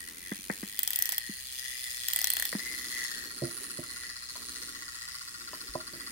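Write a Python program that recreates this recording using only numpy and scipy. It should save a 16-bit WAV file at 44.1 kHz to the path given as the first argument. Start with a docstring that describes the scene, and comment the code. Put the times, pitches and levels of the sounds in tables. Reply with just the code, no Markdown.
"""Fast, metallic ticking is heard first, while fingers rub and thud on a hand-held clockwork tachometer.
Two turns of its key follow, as rows of bright pawl snaps with scrapes between; later a button clunks.
Each tick is a burst of noise that rings the metal case, whose colour changes as the dial turns to the front.
Thuds and clunks are decaying tones, and rubs are filtered noise, all close to a phone in a small room."""
import sys
import numpy as np
from scipy import signal
from scipy.fft import rfft, irfft, next_fast_len
from scipy.io import wavfile
from scipy.ndimage import uniform_filter1d, map_coordinates

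SR = 44100
rng = np.random.default_rng(int(sys.argv[2]) if len(sys.argv) > 2 else 0)


def unload_wav(signal):
    """Save mono or channel-first audio to the path in sys.argv[1] as 16-bit WAV at rate SR, clipped to [-1, 1]."""
    wavfile.write(
        sys.argv[1],
        SR,
        np.round(np.clip(np.atleast_2d(signal).T, -1, 1) * 32767).astype(np.int16),
    )


N = 269451
TIME = np.arange(N) / SR  # seconds
FREQ = np.maximum(np.arange(2049) * SR / 4096, 1)  # Hz
TEETH = 8  # ticks in one turn of the wheel


def undb(db):
    """Turn decibels into gain."""
    return 10 ** (np.asarray(db) / 20)


def unit(x):
    """Scale a sound to an rms of 1."""
    return x / np.sqrt(np.mean(x ** 2))


def curves(table):
    """Draw straight lines between the rows of a time table, giving each column one value a sample."""
    s, *columns = np.transpose(table)
    return [np.interp(TIME, s, column) for column in columns]


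def tone(points, peaks=()):
    """Make a dB response: a broad slope with resonances (Hz, width in Hz, dB) standing on it."""
    hz, db = np.transpose(points)
    slope = np.interp(np.log(FREQ), np.log(hz), db)
    bumps = sum(undb(d) ** 2 / (1 + (2 * (FREQ - f) / w) ** 2) for f, w, d in peaks)
    return slope + 10 * np.log10(1 + bumps)


def colour(x, db):
    """Filter a sound with a dB response, using a minimum-phase filter that never sounds early."""
    cepstrum = irfft(np.log(undb(db)))
    half = len(cepstrum) // 2
    # folding the cepstrum onto its first half keeps all of the response after the blow
    cepstrum[1:half] *= 2
    cepstrum[half + 1:] = 0
    response = irfft(np.exp(rfft(cepstrum)))[:half]
    return signal.oaconvolve(np.atleast_2d(x), response[None], axes=1)[:, :x.shape[-1]]


def ring(modes):
    """Add up decaying sines (Hz, t60 in s, dB) after a blow; neighbours swing in opposite directions."""
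    t = TIME[:SR // 2]
    total = np.zeros(len(t))
    for k, (hz, t60, db) in enumerate(modes):
        decay = np.exp(-np.log(1000) * t / t60)
        total += (-1) ** k * undb(db) * np.sin(2 * np.pi * hz * t) * decay
    return total


def excite(x, modes):
    """Drive a set of ringing modes with a force."""
    return signal.oaconvolve(x, ring(modes)[None], axes=1)[:, :N]


def noise(likeness, size=N):
    """Make two channels of noise; likeness is their correlation, from -1 to 1."""
    mid, side = rng.standard_normal((2, size))
    c = np.clip(likeness, -1, 1)
    return np.sqrt((1 + c) / 2) * mid + np.sqrt((1 - c) / 2) * np.array([side, -side])


def burst(t, rise_s, decay_s):
    """Shape the loudness of a contact that rises quickly and dies away."""
    return (1 - np.exp(-(t / rise_s) ** 2)) * np.exp(-t / decay_s)


def add(out, s, sound):
    """Mix a sound in at time s."""
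    start = max(int(s * SR), 0)
    piece = sound[..., :N - start]
    out[:, start:start + piece.shape[-1]] += piece


def walk(rate):
    """Drift at random around zero, heading for a given number of new values a second."""
    knots = rng.standard_normal(int(rate * N / SR) + 2)
    drift = np.interp(TIME * rate, np.arange(len(knots)), knots)
    return uniform_filter1d(drift, int(SR / rate / 2))


def high_pass(x, hz):
    """Remove the bass below hz."""
    return signal.sosfilt(signal.butter(5, hz, "high", fs=SR, output="sos"), x)


def band(x, edges):
    """Keep the part of a sound between two frequencies."""
    return signal.sosfiltfilt(signal.butter(4, edges, "band", fs=SR, output="sos"), x)


def swells(table):
    """Make one smooth hump for each row (middle s, half length s, dB), paired with its dB."""
    return [(np.exp(-((TIME - s) / half_s) ** 2), db) for s, half_s, db in table]


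def detune(x, shift_hz):
    """Slide a ring up or down by a moving number of Hz."""
    turning = np.exp(2j * np.pi * np.cumsum(shift_hz) / SR)
    return np.real(signal.hilbert(x, next_fast_len(N))[:, :N] * turning)


def fingers(x, nearest_s, furthest_s, echo, drift, count):
    """Comb the sound with echoes off the moving hands, so bright bands wander through it."""
    out = x.copy()
    for channel, direct in zip(out, x):
        for lag_s in np.geomspace(nearest_s, furthest_s, count):
            place = (TIME - lag_s - drift * walk(3)) * SR
            channel += rng.choice([-1, 1]) * echo * map_coordinates(direct, [place], order=3)
    return out / np.sqrt(1 + count * echo ** 2)


def clockwork(facing):
    """Each tooth strikes the pallet and chatters, ringing the case, its parts and the wheel's plate."""
    # The escapement gathers speed as the spring tightens and sags under the key.
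    # Each row: time in seconds, ticks per second.
    speed = [(0, 87.33), (.15, 82.67), (.3, 95.14), (.5, 94.47), (.74, 104.87), (1.02, 106.85),
             (1.4, 129.17), (2.03, 123.01), (2.23, 107.6), (2.7, 125.08), (3.11, 120.17), (3.56, 122.41),
             (5.43, 121.09), (6.11, 122.57)]
    # The ticks get louder as the spring is wound, softer once the hand wraps the case.
    # Each row: time in seconds, tick level in dB before a small trim.
    whir = [(0, -49.5), (.7, -46), (1.05, -45.5), (1.3, -45.5), (1.85, -40.5), (2.6, -43.5), (3.05, -39),
            (3.3, -46.5), (3.85, -47), (4.45, -44.5), (5.3, -45), (6.11, -49)]
    # Loose rattle between the ticks. Each row: time in seconds, level in dB against the ticks' chatter.
    rattle = [(0, -20), (.7, -22), (1.4, -21), (1.9, -11), (2.5, -12), (3.2, -16), (4, -10), (6.1, -5)]
    # Case resonances. Each row: pitch in Hz, width in Hz, level in dB from the side, in dB from the dial.
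    case_peaks = [(2640, 180, -2.5, 6.5), (5400, 67, -8, 8), (6500, 200, 7, 2.5), (7580, 68, -6, 0.5),
                  (9700, 90, -2, 15), (11300, 300, -20, 18), (13100, 280, -10, 0)]
    # Broad colour of a tick heard from the side. Each row: frequency in Hz, level in dB.
    side_tone = [(300, -8), (700, -34), (1300, -54), (1700, -4), (2400, 11.5), (4000, 11), (7000, 7),
                 (9300, 13.5), (11000, 13), (13000, 7.5), (15700, 2.5)]
    # The same heard from the dial. Each row: frequency in Hz, level in dB.
    dial_tone = [(300, -5), (750, -51), (1100, 8.5), (1700, -4.5), (2400, 0.5), (4000, 10.5), (9000, 8),
                 (11000, -8.5), (13000, -3.5), (14500, -1.5), (15700, 3)]

    rate, = curves(speed)
    tick_db, = curves(whir)
    # phase counts teeth: its whole part numbers the tooth, its fraction is the way to the next
    phase = np.cumsum(rate) / SR - .35 + TEETH
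    tooth = phase.astype(int)
    # three random numbers for each tooth: lateness, force, and how hard it rings the parts
    lateness, luck, part_luck = rng.standard_normal((tooth.max() + 1, 3))[tooth].T
    late_s = 0.00021 * np.abs(lateness) + 1 / SR
    age = np.maximum((phase % 1) / rate - late_s, 0)  # seconds since the tooth struck
    uneven = undb(.8 * luck + .8 * walk(9))
    # the wheel runs slightly off centre, so the blows swell and fade with each turn
    turn = 2 * np.pi * phase / TEETH
    force = uneven * undb(1.3 * np.cos(turn + .3) + 1.3 * np.cos(2 * turn + 1.1))
    chatter = unit(force * burst(age, rise_s=.0004, decay_s=.0028))
    drive = chatter + undb(curves(rattle)[0])
    steady = np.sqrt(uniform_filter1d(drive ** 2, SR // 2))  # half-second average, to even the level
    # the first blow of each tooth is one click, at the moment its age starts to grow
    blows = force * (np.diff((age > 0) * 1., prepend=1) > 0)
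    t = TIME[:SR // 40]

    def ticking(likeness):
        """First blows ring the metal alike every time; the chatter after them never repeats."""
        metal = noise(likeness, size=len(t)) * burst(t, rise_s=.0004, decay_s=.0025)
        struck = unit(signal.oaconvolve(blows[None], metal, axes=1)[:, :N])
        return (drive * noise(likeness) + undb(-8) * struck) / steady

    case = np.array(case_peaks)
    side_peaks, dial_peaks = case[:, :3], np.delete(case, 2, axis=1)
    side = unit(colour(ticking(0.035), tone(side_tone, side_peaks)))
    dial = unit(colour(ticking(-0.31), tone(dial_tone, dial_peaks)))
    blend = np.sqrt(1 - facing) * side + np.sqrt(facing) * dial
    out = blend * undb(tick_db - 0.18)
    out = fingers(out, nearest_s=.0003, furthest_s=.002, echo=.22, drift=.0001, count=4)
    blow = force * unit(burst(age, rise_s=.0002, decay_s=.0007)) + .4 * drive
    out += ringing_parts(blow / steady * undb(part_luck))
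    return out + shaken_plate(drive / steady, phase, rate)


def ringing_parts(blow):
    """Every tooth strikes the parts afresh; the shifting grip damps and detunes their ringing."""
    # Ringing modes of each part. Each row: pitch in Hz, t60 in seconds, level in dB.
    shell = [(1715, .024, -8), (1860, .022, -2), (1960, .034, 0), (2070, .012, -11)]  # lowest modes of the shell
    cover = [(3374, 0.012, -4.5), (3780, 0.0021, -5.5)]  # back cover
    rim = [(4262, 0.022, 2.5), (4360, 0.011, -2)]
    barrel = [(4960, 0.01, 6.5), (4760, 0.0027, -8)]  # spring barrel
    bezel = [(9255, 0.013, -2), (9230, .007, -13)]
    glass = [(9980, 0.015, 0)]
    # The shell rings freely or is damped by the palm; a small drift is added to these levels and those below.
    # Each row: time in seconds, level in dB.
    shell_ring = [(0, -51), (.17, -57.5), (.3, -49.5), (.44, -70), (.72, -53.5), (.9, -57), (1.1, -47.5),
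                  (1.36, -48), (1.48, -60.5), (1.6, -49), (1.9, -43.5), (2.4, -49), (2.52, -51),
                  (2.65, -41.5), (3.12, -43.5), (3.33, -54.5), (3.9, -56), (4.07, -45.5), (4.3, -56),
                  (4.7, -56.5), (4.8, -45), (4.949, -54.5), (5.8, -55), (6.05, -48)]
    # The fingers free and cover the back cover. Each row: time in seconds, level in dB.
    cover_ring = [(0, -85), (.33, -54), (.45, -72), (.75, -53), (1.3, -61.5), (1.55, -53), (1.85, -49.5),
                  (2.45, -51.5), (2.6, -62), (3.1, -54), (3.4, -67)]
    # The fingers free and cover the rim. Each row: time in seconds, level in dB.
    rim_ring = [(0, -65), (.6, -59), (1.25, -51.5), (1.45, -52), (1.6, -56), (2.3, -45), (2.7, -49.5),
                (3.25, -46.5), (3.55, -54.5), (4.0, -51), (4.45, -49.5), (4.8, -57.5), (5.15, -59),
                (5.5, -62)]
    # The fingers free and cover the barrel. 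Each row: time in seconds, level in dB.
    barrel_ring = [(0, -66), (1.1, -50.5), (1.42, -56.5), (1.65, -49.5), (2.3, -47.5), (3.05, -52),
                   (3.4, -56), (3.9, -56), (4.08, -50), (4.25, -52), (5.2, -53), (6.1, -55)]
    # The bezel's ring swells and slides as the glass swings past the listener; a drift is added to the slide.
    # Each row: time in seconds, level in dB, shift in Hz.
    bezel_ring = [(0, -54.5, 0), (.6, -55, 151), (1.45, -52.5, 79.5), (2, -48, -0.5), (2.6, -48, 0.5),
                  (2.75, -53, 49.5), (3, -56, 61), (3.25, -60, 248.5), (3.429, -48.5, 401),
                  (3.6, -44, 159.5), (3.849, -52.5, 50), (4.05, -50.5, 230.5), (4.3, -58.5, -58.5),
                  (4.58, -47.5, -62), (4.801, -64, 0.5), (5.799, -56, -1), (6.05, -47.5, 0.5)]
    # The glass rings just above the bezel. Each row: time in seconds, level in dB, shift in Hz.
    glass_ring = [(0, -56, -50.5), (1.3, -60.5, 49.5), (2.85, -51, 200), (3.3, -58, 100),
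                  (3.62, -49.5, 479), (4.05, -56, 448.5), (4.65, -58, 154), (5.199, -60, 521),
                  (5.75, -61, 518.5)]

    def rung(modes, db, slide_hz=0):
        """One part, driven by the blows and then detuned and set to its moving level."""
        struck = excite(blow * noise(0.013), modes)
        slid = unit(detune(struck, slide_hz + 38 * walk(6)))
        return slid * undb(db + 1.8 * walk(11))

    parts = [(shell, shell_ring), (cover, cover_ring), (rim, rim_ring),
             (barrel, barrel_ring), (bezel, bezel_ring), (glass, glass_ring)]
    return sum(rung(modes, *curves(table)) for modes, table in parts)


def shaken_plate(drive, phase, rate):
    """Once a turn the wheel shakes its plate, which rings as a clack."""
    # Modes of the plate. Each row: pitch in Hz, t60 in seconds, level in dB.
    plate_modes = [(1130, .026, -1), (1260, .018, -6), (1395, .028, 0), (1945, .03, -2), (4380, .012, 7),
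                   (4950, .012, 4)]
    # The once-a-turn clack. Each row: time in seconds, level in dB.
    clack = [(0, -58), (1.5, -97), (2.1, -54), (2.6, -54), (3.3, -52), (4.4, -51), (6.1, -48)]
    lead_teeth = 2.4  # the shake comes this far ahead of the end of each turn
    turn_age = ((phase + lead_teeth) % TEETH) / rate
    knock = drive * (burst(turn_age, rise_s=.005, decay_s=.012) + .025)
    plate = high_pass(excite(knock * noise(-.75), plate_modes), hz=1000)
    # averaging over two turns: every turn shakes the plate about equally hard
    two_turns = int(2 * TEETH * SR / rate[-1])
    plate /= np.sqrt(uniform_filter1d(np.mean(plate ** 2, axis=0), two_turns))
    return plate * undb(curves(clack)[0])


def skin_rub():
    """Skin slides on the case: soft filtered noise that swells whenever the fingers take a new hold."""
    # Colour of skin on the case. Each row: frequency in Hz, level in dB.
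    rub_tone = [(80, -33), (180, -3), (280, 1.5), (420, -4.5), (650, -21.5), (1200, -14)]
    # Fingers slide to a new hold. Each row: middle in seconds, half length in seconds, level in dB.
    rubs = [(.12, 0.28, -55.5), (.6, 0.22, -56), (2.76, 0.29, -49.5), (3.22, 0.15, -50), (3.49, 0.1, -52),
            (3.57, 0.28, -50), (3.9, 0.23, -54.5), (4.42, 0.093, -52), (4.6, 0.25, -52.5), (5.6, 0.25, -53),
            (6.09, 0.23, -49.5)]
    rest_db = -69  # rub of the resting hands
    rub = colour(noise(0.97), tone(rub_tone))
    power = undb(rest_db) ** 2 + sum((hump * undb(db)) ** 2 for hump, db in swells(rubs))
    return unit(rub) * np.sqrt(power) * undb(2.2 * walk(60))


def thuds():
    """Key and fingers thud dully on the hand-damped body: short low modes plus a noisy contact."""
    # Each row: start in seconds, level in dB, hard contact in dB relative to the thud.
    thud_times = [(0.316, -25.5, -5), (0.388, -43.5, -24), (0.497, -26, 3), (0.629, -28.5, -8),
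                  (1.292, -30.5, -21), (2.526, -47.5, 18), (2.549, -22.5, -9.5)]
    # Modes of the body. Each row: pitch in Hz, t60 in seconds, level in dB.
    thud_modes = [(200.6, 0.065, 0), (311, 0.023, 0), (454, 0.017, -13.5)]
    # Colour of the hard contact. Each row: frequency in Hz, level in dB.
    contact_tone = [(150, 15), (400, 14.5), (900, 12.5), (1400, 11), (2000, 23), (2500, -4.5), (5000, -45)]
    out, t = np.zeros((2, N)), TIME[:SR // 10]
    for s, db, hard_db in thud_times:
        contact = burst(t, rise_s=0.0018, decay_s=0.0024) + 0.16 * burst(t, rise_s=0.0015, decay_s=0.013)
        crack = colour(contact * noise(0.066, size=len(t)), tone(contact_tone))
        add(out, s, undb(db) * ring(thud_modes))
        add(out, s, undb(db + hard_db) * crack)
    # so small a body radiates little bass
    return high_pass(out, hz=140)


def ratchet():
    """The pawl drops off each tooth with a short, bright snap, then scrapes up the back of the next."""
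    # Pawl snaps. Each row: time in seconds before the delay below, level in dB in each of the four bands
    # below, left minus right in dB.
    pawl = [(0.7902, -39.5, -35, -32, -26, 2), (0.8308, -45, -40.5, -30, -27.0, -4.5),
            (0.8747, -44, -33, -29, -27, 1), (0.9044, -43, -41, -34.0, -30, 2),
            (0.9318, -51, -38, -33.5, -32, 4), (0.9582, -47, -36, -28.5, -27, 3.5),
            (0.9879, -41, -41, -34, -26, -6), (1.022, -36, -36.5, -26.5, -24, 0),
            (1.055, -47, -37, -35, -31, -2), (1.0901, -42, -36, -32, -29, -2.5),
            (1.1207, -45, -36.5, -31.5, -32, -8), (1.1262, -39, -42, -42, -41, -0.5),
            (1.1802, -37, -32.5, -32.5, -27.5, -4), (2.0831, -41, -32.5, -30, -27, 0),
            (2.1325, -41.5, -34, -32, -29, -5.5), (2.16, -33.5, -35.5, -28, -27, -3.5),
            (2.188, -37, -38.5, -33, -31, -1), (2.214, -40.5, -38, -31.5, -32, 1),
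            (2.242, -35.5, -30, -28.5, -27.5, 2.5), (2.2702, -37.5, -32.5, -30.5, -32, 3.5),
            (2.3014, -36.5, -32, -26, -25.5, -3.5), (2.3346, -43, -40, -33.5, -27, -3),
            (2.3671, -32.5, -33.5, -33.5, -31, 1.5), (2.397, -37, -38, -31.5, -32, -2),
            (2.4229, -32, -37, -31, -32, 3), (2.452, -40.5, -35, -35, -29, -3),
            (2.4903, -63, -38, -37.5, -45, -3)]
    # The four bands of a snap. Each row: lower edge in Hz, upper edge in Hz.
    snap_bands = [(500, 2500), (2500, 6000), (6000, 11800), (11800, 16000)]
    # Broad colour of a snap. Each row: frequency in Hz, level in dB.
    pawl_tone = [(300, -25), (550, -1.5), (800, 9), (1300, -2.5), (1800, 16), (2500, 0), (5000, 3.5),
                 (7000, -4), (11000, 0), (13000, 6), (15500, 4.5), (16500, -31.5)]
    # Resonances of snap and scrape. Each row: pitch in Hz, width in Hz, level in dB (it varies in a snap).
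    pawl_peaks = [(1984, 76, 11.6), (3290, 210, 7.9), (8000, 290, 9), (9800, 600, 4), (13500, 800, 1.5),
                  (14370, 600, 5.2)]
    # A snap favours one of these resonances. Each row: pitch in Hz, width in Hz, level in dB.
    snap_rings = [(3350, 300, 10), (5800, 400, 9), (7850, 450, 12), (9400, 500, 11)]
    # Colour of the pawl scraping on a tooth. Each row: frequency in Hz, level in dB.
    scrape_tone = [(500, -19), (2000, -5), (6000, -12.5), (11000, -7.5), (13500, -3.5), (15800, -11)]
    delay_s = .0007  # delay added to every snap time in the pawl table
    snap_s = .006  # length of a snap, over which its level counts
    out, t = np.zeros((2, N)), TIME[:SR // 16]
    shape = burst(t, rise_s=.0003, decay_s=.0018) + .04 * burst(t, rise_s=.002, decay_s=.008)
    gaps = np.diff([row[0] for row in pawl], append=np.inf)
    for (s, *bands_db, pan_db), gap_s in zip(pawl, gaps):
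        # every snap rings the metal a little differently
        peaks = np.array(pawl_peaks, float)
        peaks[:, 2] += 2.5 * rng.standard_normal(len(peaks))
        peaks = [*peaks, snap_rings[rng.integers(len(snap_rings))]]
        snap = colour(shape * noise(0.0092, size=len(t)), tone(pawl_tone, peaks))
        snap = sum(unit(band(snap, edges)) * undb(db) for edges, db in zip(snap_bands, bands_db))
        pan = undb(np.array([[pan_db], [-pan_db]]) / 2)
        add(out, s + delay_s, snap * np.sqrt(snap_s / t[-1]) * pan)
        # the scrape sticks and slips, and lasts only while the key keeps turning
        if snap_s < gap_s < t[-1]:
            grit = undb(4.5 * walk(700)[:len(t)])
            slide = np.sin(np.pi * np.minimum(t / gap_s, 1)) * grit * noise(0, size=len(t))
            add(out, s, unit(colour(slide, tone(scrape_tone, pawl_peaks))) * undb(-47.5))
    return out


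def bumps():
    """The hand bumps softly: a short 45 Hz sine that dies away."""
    # Each row: start in seconds, level in dB before the burst is doubled.
    bump_times = [(3.16, -59), (5.691, -50.5)]
    out, t = np.zeros((2, N)), TIME[:SR // 10]
    for s, db in bump_times:
        add(out, s, undb(db) * np.sin(2 * np.pi * 45 * t) * 2 * burst(t, rise_s=0.0023, decay_s=0.051))
    return out


def button_clunks():
    """The button pushes on the body, whose modes ring, and scuffs on in many small contacts."""
    # Each row: start in seconds, level in dB, contact time in seconds, scuffing in dB against the first blow.
    clunk_times = [(3.418, -20, 0.0028, -1), (3.432, -18.5, 0.0032, -30), (3.468, -30, 0.0044, -1),
                   (3.787, -23.5, 0.003, -10), (3.829, -39, 0.0037, -12), (4.354, -53.5, 0.00013, -3),
                   (5.531, -47.5, 0.00015, -10), (5.7514, -25.5, 0.0016, -13), (5.933, -35, 0.003, -1.5)]
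    # Modes of the body. Each row: pitch in Hz, t60 in seconds, level in dB.
    clunk_modes = [(131, 0.052, -8), (260, 0.19, -15.5), (345.7, 0.15, -9.5), (430, 0.009, -9),
                   (500, 0.014, -3), (620, 0.065, 3), (692, 0.075, -1.5), (780, 0.027, 0),
                   (987, 0.037, 10.5), (1070, 0.027, 13.5), (1300, 0.042, 3), (1817, 0.02, 5.5),
                   (3024, 0.018, 7)]
    out, t = np.zeros((2, N)), TIME[:SR // 10]
    for s, db, contact_s, scuff_db in clunk_times:
        # a longer push leaves the higher modes still
        push = np.sin(np.pi * np.minimum(t / contact_s, 1)) ** 3
        scuff = noise(0.98, size=len(t)) * burst(t, rise_s=0.0038, decay_s=0.026)
        force = signal.unit_impulse(len(t)) + undb(scuff_db) * scuff / np.linalg.norm(scuff[0])
        body = signal.oaconvolve(ring(clunk_modes), push / push.sum())
        add(out, s, undb(db) * signal.oaconvolve(force, body[None], axes=1))
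    return out


def handling():
    """Everything the hands do to the case, with the deep bass taken from thuds and clunks."""
    return skin_rub() + high_pass(thuds() + button_clunks(), hz=65) + bumps()


def ports(x, facing, depth):
    """Each microphone port hears its own colour, which depends on how the case is held."""
    # The two ports, before depth scales them. Each row: frequency in Hz, left minus right in dB from the
    # side, the same in dB from the dial.
    port_balance = [(205, 1.5, 0.5), (467, -5.5, -13), (1110, -1, 1.5), (1290, -0.5, 16.5), (1980, 8.5, 3),
                    (2900, 7, 6.5), (4080, 0.5, -1), (4740, 7.5, 1.5), (7340, 15.5, 7.5), (8100, -13, 5.5),
                    (9780, -5.5, -13.5), (12240, 0, 0), (15060, 30, 20), (14680, -25, -10)]
    hz, *views = np.array(port_balance).T

    def view(db):
        """Half of the difference goes to the left, the opposite half to the right."""
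        tilt = depth * tone(np.c_[hz, db]) / 2
        return np.vstack([colour(x[0], tilt), colour(x[1], -tilt)])

    side, dial = [view(db) for db in views]
    return (1 - facing) * side + facing * dial


def room(x, t60_s, wet_db):
    """Add a faint, soft tail from the walls, made of dying noise."""
    t = TIME[:SR // 2]
    tail = noise(0.14, size=len(t)) * burst(t, rise_s=0.0014, decay_s=t60_s / np.log(1000))
    tail = colour(tail, tone([(100, -15.5), (600, -4), (3000, 6.5), (15000, -19.0)]))
    tail /= np.sqrt(np.sum(tail ** 2) / 2)
    return x + undb(wet_db) * signal.oaconvolve(x, tail, axes=1)[:, :N]


def quiet_room():
    """The quiet of the room: steady, mostly low noise."""
    # Each row: frequency in Hz, level in dB.
    room_tone = [(25, -7), (45, 2.5), (65, 8), (90, -2), (150, -3), (300, -16), (700, -21), (2000, -7),
                 (15000, -30.5)]
    return unit(colour(noise(0.15), tone(room_tone))) * undb(-57.5)


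def scene():
    """Clockwork, hands and ratchet over the quiet of the room."""
    # The dial turns to the listener. Each row: time in seconds, share of the dial side in front (0 to 1).
    facing_share = [(0, 0), (2.4, 0.16), (3.0, 0.7), (3.4, 1), (4.2, 0.96), (6.1, 0.99)]
    facing = np.clip(curves(facing_share)[0], 0, 1)
    near = ports(clockwork(facing) + handling(), facing, depth=0.82)
    near += ports(ratchet(), facing, depth=0.44)
    return room(near, t60_s=.28, wet_db=-16) + quiet_room()


def record(dry):
    """A steep low-pass at 15950 Hz: nothing sounds above it."""
    return signal.sosfilt(signal.ellip(12, .2, 70, 15950, fs=SR, output="sos"), dry)


dry = scene()
out = record(dry)
unload_wav(out)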